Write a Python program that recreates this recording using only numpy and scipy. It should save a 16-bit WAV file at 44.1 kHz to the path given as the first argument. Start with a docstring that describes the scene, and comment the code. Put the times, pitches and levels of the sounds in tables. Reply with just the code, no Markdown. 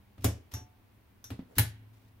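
"""Two slams of an old manual typewriter's carriage, each with a low boom, on a table in a quiet room.
Worked by hand, the carriage slides, hits a stop and rebounds, leaving its steel parts ringing.
Between the slams a catch pings, levers knock and a key lever drops back.
Blows shake the frame and table; springs hum on after the last slam.
The sound is close and the treble leans left."""
import sys
import numpy as np
from scipy import signal
from scipy.fft import rfft, irfft, next_fast_len
from scipy.io import wavfile

SR = 44100
rng = np.random.default_rng(int(sys.argv[2]) if len(sys.argv) > 2 else 0)


def digitize_waveform(pressure):
    """Quantize a signal to 16-bit integers and store it at the path in sys.argv[1].

    Rows of a 2-D input are taken as channels; values are limited to [-1, 1].
    """
    field = np.atleast_2d(pressure).T
    bounded = np.clip(field, -1, 1)
    quanta = np.round(bounded * 32767).astype(np.int16)
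    wavfile.write(sys.argv[1], SR, quanta)


N = 97020

# Spectra. Each row: frequency in Hz, level in dB.
ROOM_TONE_DB = [(15, -40.5), (25, -17), (113, -4), (161, -24.5), (194, -9.5), (222, -14.5), (449, -22.5),
                (542, -25), (1120, -26), (1220, -29.5), (2260, -30.5), (7420, -45.5), (15800, -37)]
RUB_DB = [(200, -21.5), (420, -4), (520, -5), (800, -15.5), (4000, -36)]
SLIDE_DB = [(200, 0), (900, -1.5), (2200, 0.5), (5500, -2), (8000, -8.5), (12000, -7), (15500, -5)]
KNOCK_DB = [(120, 5), (280, 7), (600, 5), (1000, -3), (3200, -6.5), (7000, -17), (15000, -6.5)]
CLICK_DB = [(200, -4.5), (1400, 1.5), (2500, -2.5), (4600, -4.5), (6200, 4.5), (8000, -11.5),
            (10000, -10.5), (12000, 8.5), (13800, -11.5), (15500, -6)]
OUTER_STOP = [(150, 3.5), (300, 6.5), (620, 13.5), (950, 3), (2000, 0.5), (4500, -5), (6800, -0.5),
              (10000, -2), (12000, 2), (15500, -1), (16300, -12)]
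REST_STOP = [(150, 3), (450, -4.5), (850, 1.5), (1150, -6.5), (1800, 4), (2900, -3), (3900, -1.5),
             (5500, -6.5), (7700, -6.5), (11500, 3), (14800, 2.5), (16300, -7)]
# Tilt of a click. Each row: frequency in Hz, share of the click's bass tilt.
CLICK_TILT = [(2000, 0.5), (5500, -0.5)]
# Stereo likeness. Each row: frequency in Hz, left-right correlation.
ROOM_COHERENCE = [(100, 0.96), (400, 0.37), (1500, 0.13), (8000, 0.074)]
MACHINE_COHERENCE = [(100, 0.65), (300, 1), (600, 0.066), (1200, 0.24), (15000, 0)]
# Balance of the machine. Each row: frequency in Hz, left over right in dB.
LEAN_DB = [(200, 0), (600, 0), (2000, -2), (5000, .5), (7500, 2), (9500, 10), (12000, 7), (15500, 5)]
# Decay of room and linkage. Each row: frequency in Hz, T60 in seconds.
ROOM_T60_S = [(100, .55), (1000, 0.56), (3000, 0.62), (6000, 0.2), (12000, .22)]
LINKAGE_T60_S = [(150, 0.42), (700, 0.23), (2000, 0.23), (6000, 0.25), (12000, 0.18), (16000, 0.068)]
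# Resonances of the parts and the two stops. Each row: frequency in Hz, level in dB, T60 in seconds.
SPRING_MODES = [(107.3, -47, 2.93), (190, -64, 2.8), (258, -57.5, 2)]
FRAME_MODES = [(79.8, -2, 0.3), (106.5, 1.5, 0.23), (122.1, -4, 0.25), (189.5, -10, 0.22),
               (228.7, -9, 0.077), (257.1, -2, 0.19), (289.2, -7, 0.19), (352, -9.5, 0.13)]
KEY_MODES = [(195, -3, .09), (228, -1, .06), (256, -3, .13)]
BAR_MODES = [(727, -4, 0.6), (875, -2, 0.47)]
CATCH_MODES = [(3656, -14, .24), (5310, -11, .2), (5777, 0, .29), (5913, -8, .09), (6495, -8, .15),
               (7085, -14, .38), (8940, -16, .25), (9368, -16, .14), (11003, -14, .17), (11700, -12, .13),
               (14345, -20, .16)]
OUTER_MODES = [(361, 6, .15), (441, 4, .15), (622, 4, .16), (2906, -5, .22), (5340, -2, .25),
               (5775, -5, .2), (6790, -2, .16), (7784, -4, .16), (9366, -5, .16), (10933, 0, .15),
               (12319, -2, .14), (13385, -4, .14)]
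REST_MODES = [(624, -5, .18), (850, -6, .22), (1716, -7, .25), (2154, -6, .18), (3652, -7, .2),
              (4048, -9, .21), (6460, -9, .14), (8950, -5, .17), (10800, -2, .15), (11574, 0, .17),
              (11690, -1, .17), (12701, -2, .16), (13326, -1, .16), (14807, -3, .15)]
# Parts sliding, and at the end a faint rustle of the hand leaving. Each row: start in seconds, end in seconds,
# level in dB.
SCRAPES = [(0.206, 0.252, -58.5), (0.512, 0.541, -57.5), (1.553, 1.583, -51.5), (1.926, 2.083, -76)]
# Key lever landing. Each row: start in seconds, level in dB.
KEY_DROPS = [(1.3928, -35), (1.4265, -47)]
# Blows to levers and frame. Each row: start in seconds, level in dB, low-pass corner in Hz.
LEVER_KNOCKS = [(0.179, -59, 6860), (0.567, -52.5, 5000), (1.3032, -44.5, 9000), (1.3905, -54.5, 3200)]
FRAME_BLOWS = [(0.18, -42, 130), (0.211, -39, 109), (0.2404, -21.5, 340), (0.2776, -32.5, 405),
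               (.532, -32, 121.3), (.604, -47.5, 260), (1.244, -54, 130), (1.305, -36, 343.5),
               (1.567, -28.5, 220), (1.585, -20.5, 167)]
# Catch snapping. Each row: start in seconds, ring in dB, click in dB, crack T60 in seconds,
# bass tilt in dB, time until seated in seconds.
CATCH_SNAPS = [(.538, -41.5, -44, .025, 2, .095), (1.2412, -48, -51, .03, -4, .045)]
# Carriage hitting a stop. Each row: start in seconds, clatter in dB, ring in dB,
# rebound delay in seconds, rebound relative to the crack in dB, stop spectrum, stop modes.
SLAMS = [(0.2431, -28, -42.5, .007, -7, OUTER_STOP, OUTER_MODES),
         (1.5827, -22, -33.5, 0.012, -5.5, REST_STOP, REST_MODES)]


def amp(db):
    """Decibels to gain."""
    return 10 ** (np.asarray(db) / 20)


def curve(points, hz):
    """Interpolate (Hz, value) points on a log frequency axis."""
    freqs_hz, values = np.transpose(points)
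    return np.interp(np.log(hz + 1), np.log(freqs_hz + 1), values)


def since(start_s):
    """Seconds since the start, zero before it."""
    return np.maximum(np.arange(N) / SR - start_s, 0)


def pan(hz):
    """Constant-power left and right gains of the machine."""
    lean = amp(curve(LEAN_DB, hz))
    return np.array([lean, np.ones_like(lean)]) * np.sqrt(2 / (1 + lean ** 2))


def noise(colour_db, coherence=MACHINE_COHERENCE, panned=True, top_hz=16300):
    """Stereo noise of unit rms; colour_db maps Hz to dB."""
    hz = np.fft.rfftfreq(N, 1 / SR)
    angle = np.arccos(np.clip(curve(coherence, hz), -1, 1)) / 2
    spectra = rfft(rng.standard_normal((2, N))) * amp(colour_db(hz))
    mid, side = spectra * [np.cos(angle), np.sin(angle)]
    x = irfft(np.array([mid + side, mid - side]) * (pan(hz) if panned else 1) * (hz < top_hz), N)
    return x / np.sqrt(np.mean(x ** 2))


def decay(x, start_s, t60_s):
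    """From the start on, each frequency dies at its own rate."""
    hz, t, spectra = signal.stft(x, SR, nperseg=256)
    fade = amp(-60 * np.maximum(t - start_s, 0) / curve(t60_s, hz)[:, None])
    return signal.istft(spectra * fade, SR, nperseg=256)[1][:, :N]


def damped_sine(t, hz, db, t60_s, phase=0):
    """One decaying mode."""
    return amp(db - 60 * t / t60_s) * np.sin(2 * np.pi * hz * t + phase)


def ring(start_s, modes, rise_s=0.00036):
    """Struck steel modes, each with its own phase left and right."""
    t, out = since(start_s), np.zeros((2, N))
    for hz, db, t60_s in modes:
        phase = rng.uniform(0, 2 * np.pi)
        offset = rng.choice([-1, 1]) * np.arccos(np.clip(curve(MACHINE_COHERENCE, hz), -1, 1))
        out += pan(hz)[:, None] * damped_sine(t, hz, db, t60_s, phase + np.array([[0], [offset]]))
    return out * (1 - np.exp(-t / rise_s))


def clatter(start_s, colour_db, crack_db, crack_t60_s, rise_s=0.00072, ripple_db=4, step_hz=22):
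    """Metal contact: a short crack, then many small parts ring as random peaks, mostly above 1 kHz."""
    t = since(start_s)
    parts = rng.standard_normal(int(SR / step_hz))
    ripple = lambda hz: np.interp(hz / step_hz, np.arange(len(parts)), parts)
    peaks_db = lambda hz: ripple_db * ripple(hz) * hz ** 2 / (hz ** 2 + 1000 ** 2)
    low_cut_db = lambda hz: colour_db(hz) - 20 * np.log10(1 + (110 / (hz + 1)) ** 4)
    ringing = decay(noise(lambda hz: low_cut_db(hz) + peaks_db(hz)), start_s, LINKAGE_T60_S)
    crack = noise(low_cut_db) * amp(crack_db - 60 * t / crack_t60_s)
    return (ringing + crack) * (1 - np.exp(-t / rise_s))


def room_tone(level_db=-62):
    """Steady, faint, mostly low noise."""
    return amp(level_db) * noise(lambda hz: curve(ROOM_TONE_DB, hz), ROOM_COHERENCE, panned=False)


def reverb(x, level_db=-22.5):
    """The faint tail of a small room."""
    tail = decay(noise(np.zeros_like, ROOM_COHERENCE, panned=False), 0, ROOM_T60_S)
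    return amp(level_db) * signal.fftconvolve(x, tail / np.linalg.norm(tail[0]), axes=1)[:, :N]


def rub(peak_s=1.522, width_s=0.031, level_db=-60.5):
    """A soft low rub swells and fades before the last slam."""
    swell = np.exp(-((since(0) - peak_s) / width_s) ** 2)
    return amp(level_db) * swell * noise(lambda hz: curve(RUB_DB, hz))


def springs(start_s=1.59):
    """The last slam leaves the springs humming low."""
    return sum(damped_sine(since(start_s), *mode) for mode in SPRING_MODES)


def slides(rise_s=0.004, release_s=0.0192, slips_per_s=260, rough_db=4):
    """Metal scrapes on metal in small uneven slips; a last faint rustle follows as the hand leaves the machine."""
    envelope = sum(amp(db) * (1 - np.exp(-since(start_s) / rise_s)) * np.exp(-since(end_s) / release_s)
                   for start_s, end_s, db in SCRAPES)
    slips = rng.standard_normal(int(N / SR * slips_per_s) + 2)
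    grain = amp(rough_db * np.interp(since(0) * slips_per_s, np.arange(len(slips)), slips))
    return envelope * grain * noise(lambda hz: curve(SLIDE_DB, hz))


def key_lever():
    """A key lever drops back with a hollow tock and bounces once."""
    return sum(damped_sine(since(start_s), hz, db + mode_db, t60_s)
               for start_s, db in KEY_DROPS for hz, mode_db, t60_s in KEY_MODES)


def levers():
    """Levers take up their play with soft, dull knocks."""
    out = np.zeros((2, N))
    for start_s, db, corner_hz in LEVER_KNOCKS:
        colour_db = lambda hz: curve(KNOCK_DB, hz) - 10 * np.log10(1 + (hz / corner_hz) ** 4)
        out += amp(db) * clatter(start_s, colour_db, crack_db=4.5, crack_t60_s=0.035)
    return out


def catch(bar_start_s=0.545, bar_db=-51.5, damping_db_per_s=350):
    """A steel catch clicks, rings and is damped as it seats; the first snap also rings a long bar."""
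    out = amp(bar_db) * ring(bar_start_s, BAR_MODES)
    for start_s, ring_db, click_db, t60_s, tilt_db, free_s in CATCH_SNAPS:
        colour_db = lambda hz: curve(CLICK_DB, hz) + tilt_db * curve(CLICK_TILT, hz)
        out += amp(ring_db - damping_db_per_s * since(start_s + free_s)) * ring(start_s, CATCH_MODES)
        out += amp(click_db) * clatter(start_s, colour_db, crack_db=9, crack_t60_s=t60_s, rise_s=0.00049)
    return out


def frame(rise_s=0.002):
    """Frame and table boom; each blow has its own softness, which sets how high up the modes it reaches."""
    out = np.zeros(N)
    for start_s, db, corner_hz in FRAME_BLOWS:
        t = since(start_s)
        attack = 1 - np.exp(-t / rise_s)
        for k, (hz, mode_db, t60_s) in enumerate(FRAME_MODES):
            drive = (-1) ** k / np.sqrt(1 + (hz / corner_hz) ** 4)
            out += drive * attack * damped_sine(t, hz, db + mode_db, t60_s)
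    return out


def carriage(crack_db=7, crack_t60_s=0.04, rebound_t60_s=0.025):
    """The carriage hits a stop, rebounds once and leaves it ringing."""
    out = np.zeros((2, N))
    for start_s, db, ring_db, delay_s, rebound_db, spectrum, modes in SLAMS:
        colour_db = lambda hz: curve(spectrum, hz)
        t = since(start_s + delay_s)
        rebound = noise(colour_db) * (t > 0) * amp(crack_db + rebound_db - 60 * t / rebound_t60_s)
        impact = clatter(start_s, colour_db, crack_db, crack_t60_s)
        out += amp(db) * (impact + rebound) + amp(ring_db) * ring(start_s, modes)
    return out


def scene():
    """Typewriter, reverb and room tone."""
    machine = carriage() + catch() + levers() + key_lever() + slides() + rub() + frame() + springs()
    return machine + reverb(machine) + room_tone()


def record(dry):
    """Steep low-pass at the band limit."""
    limit_hz = 15850
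    size = next_fast_len(N + SR // 2)
    hz = np.fft.rfftfreq(size, 1 / SR)
    return irfft(rfft(dry, size) / np.sqrt(1 + (hz / limit_hz) ** 200), size)[:, :N]


dry = scene()
out = record(dry)
digitize_waveform(out)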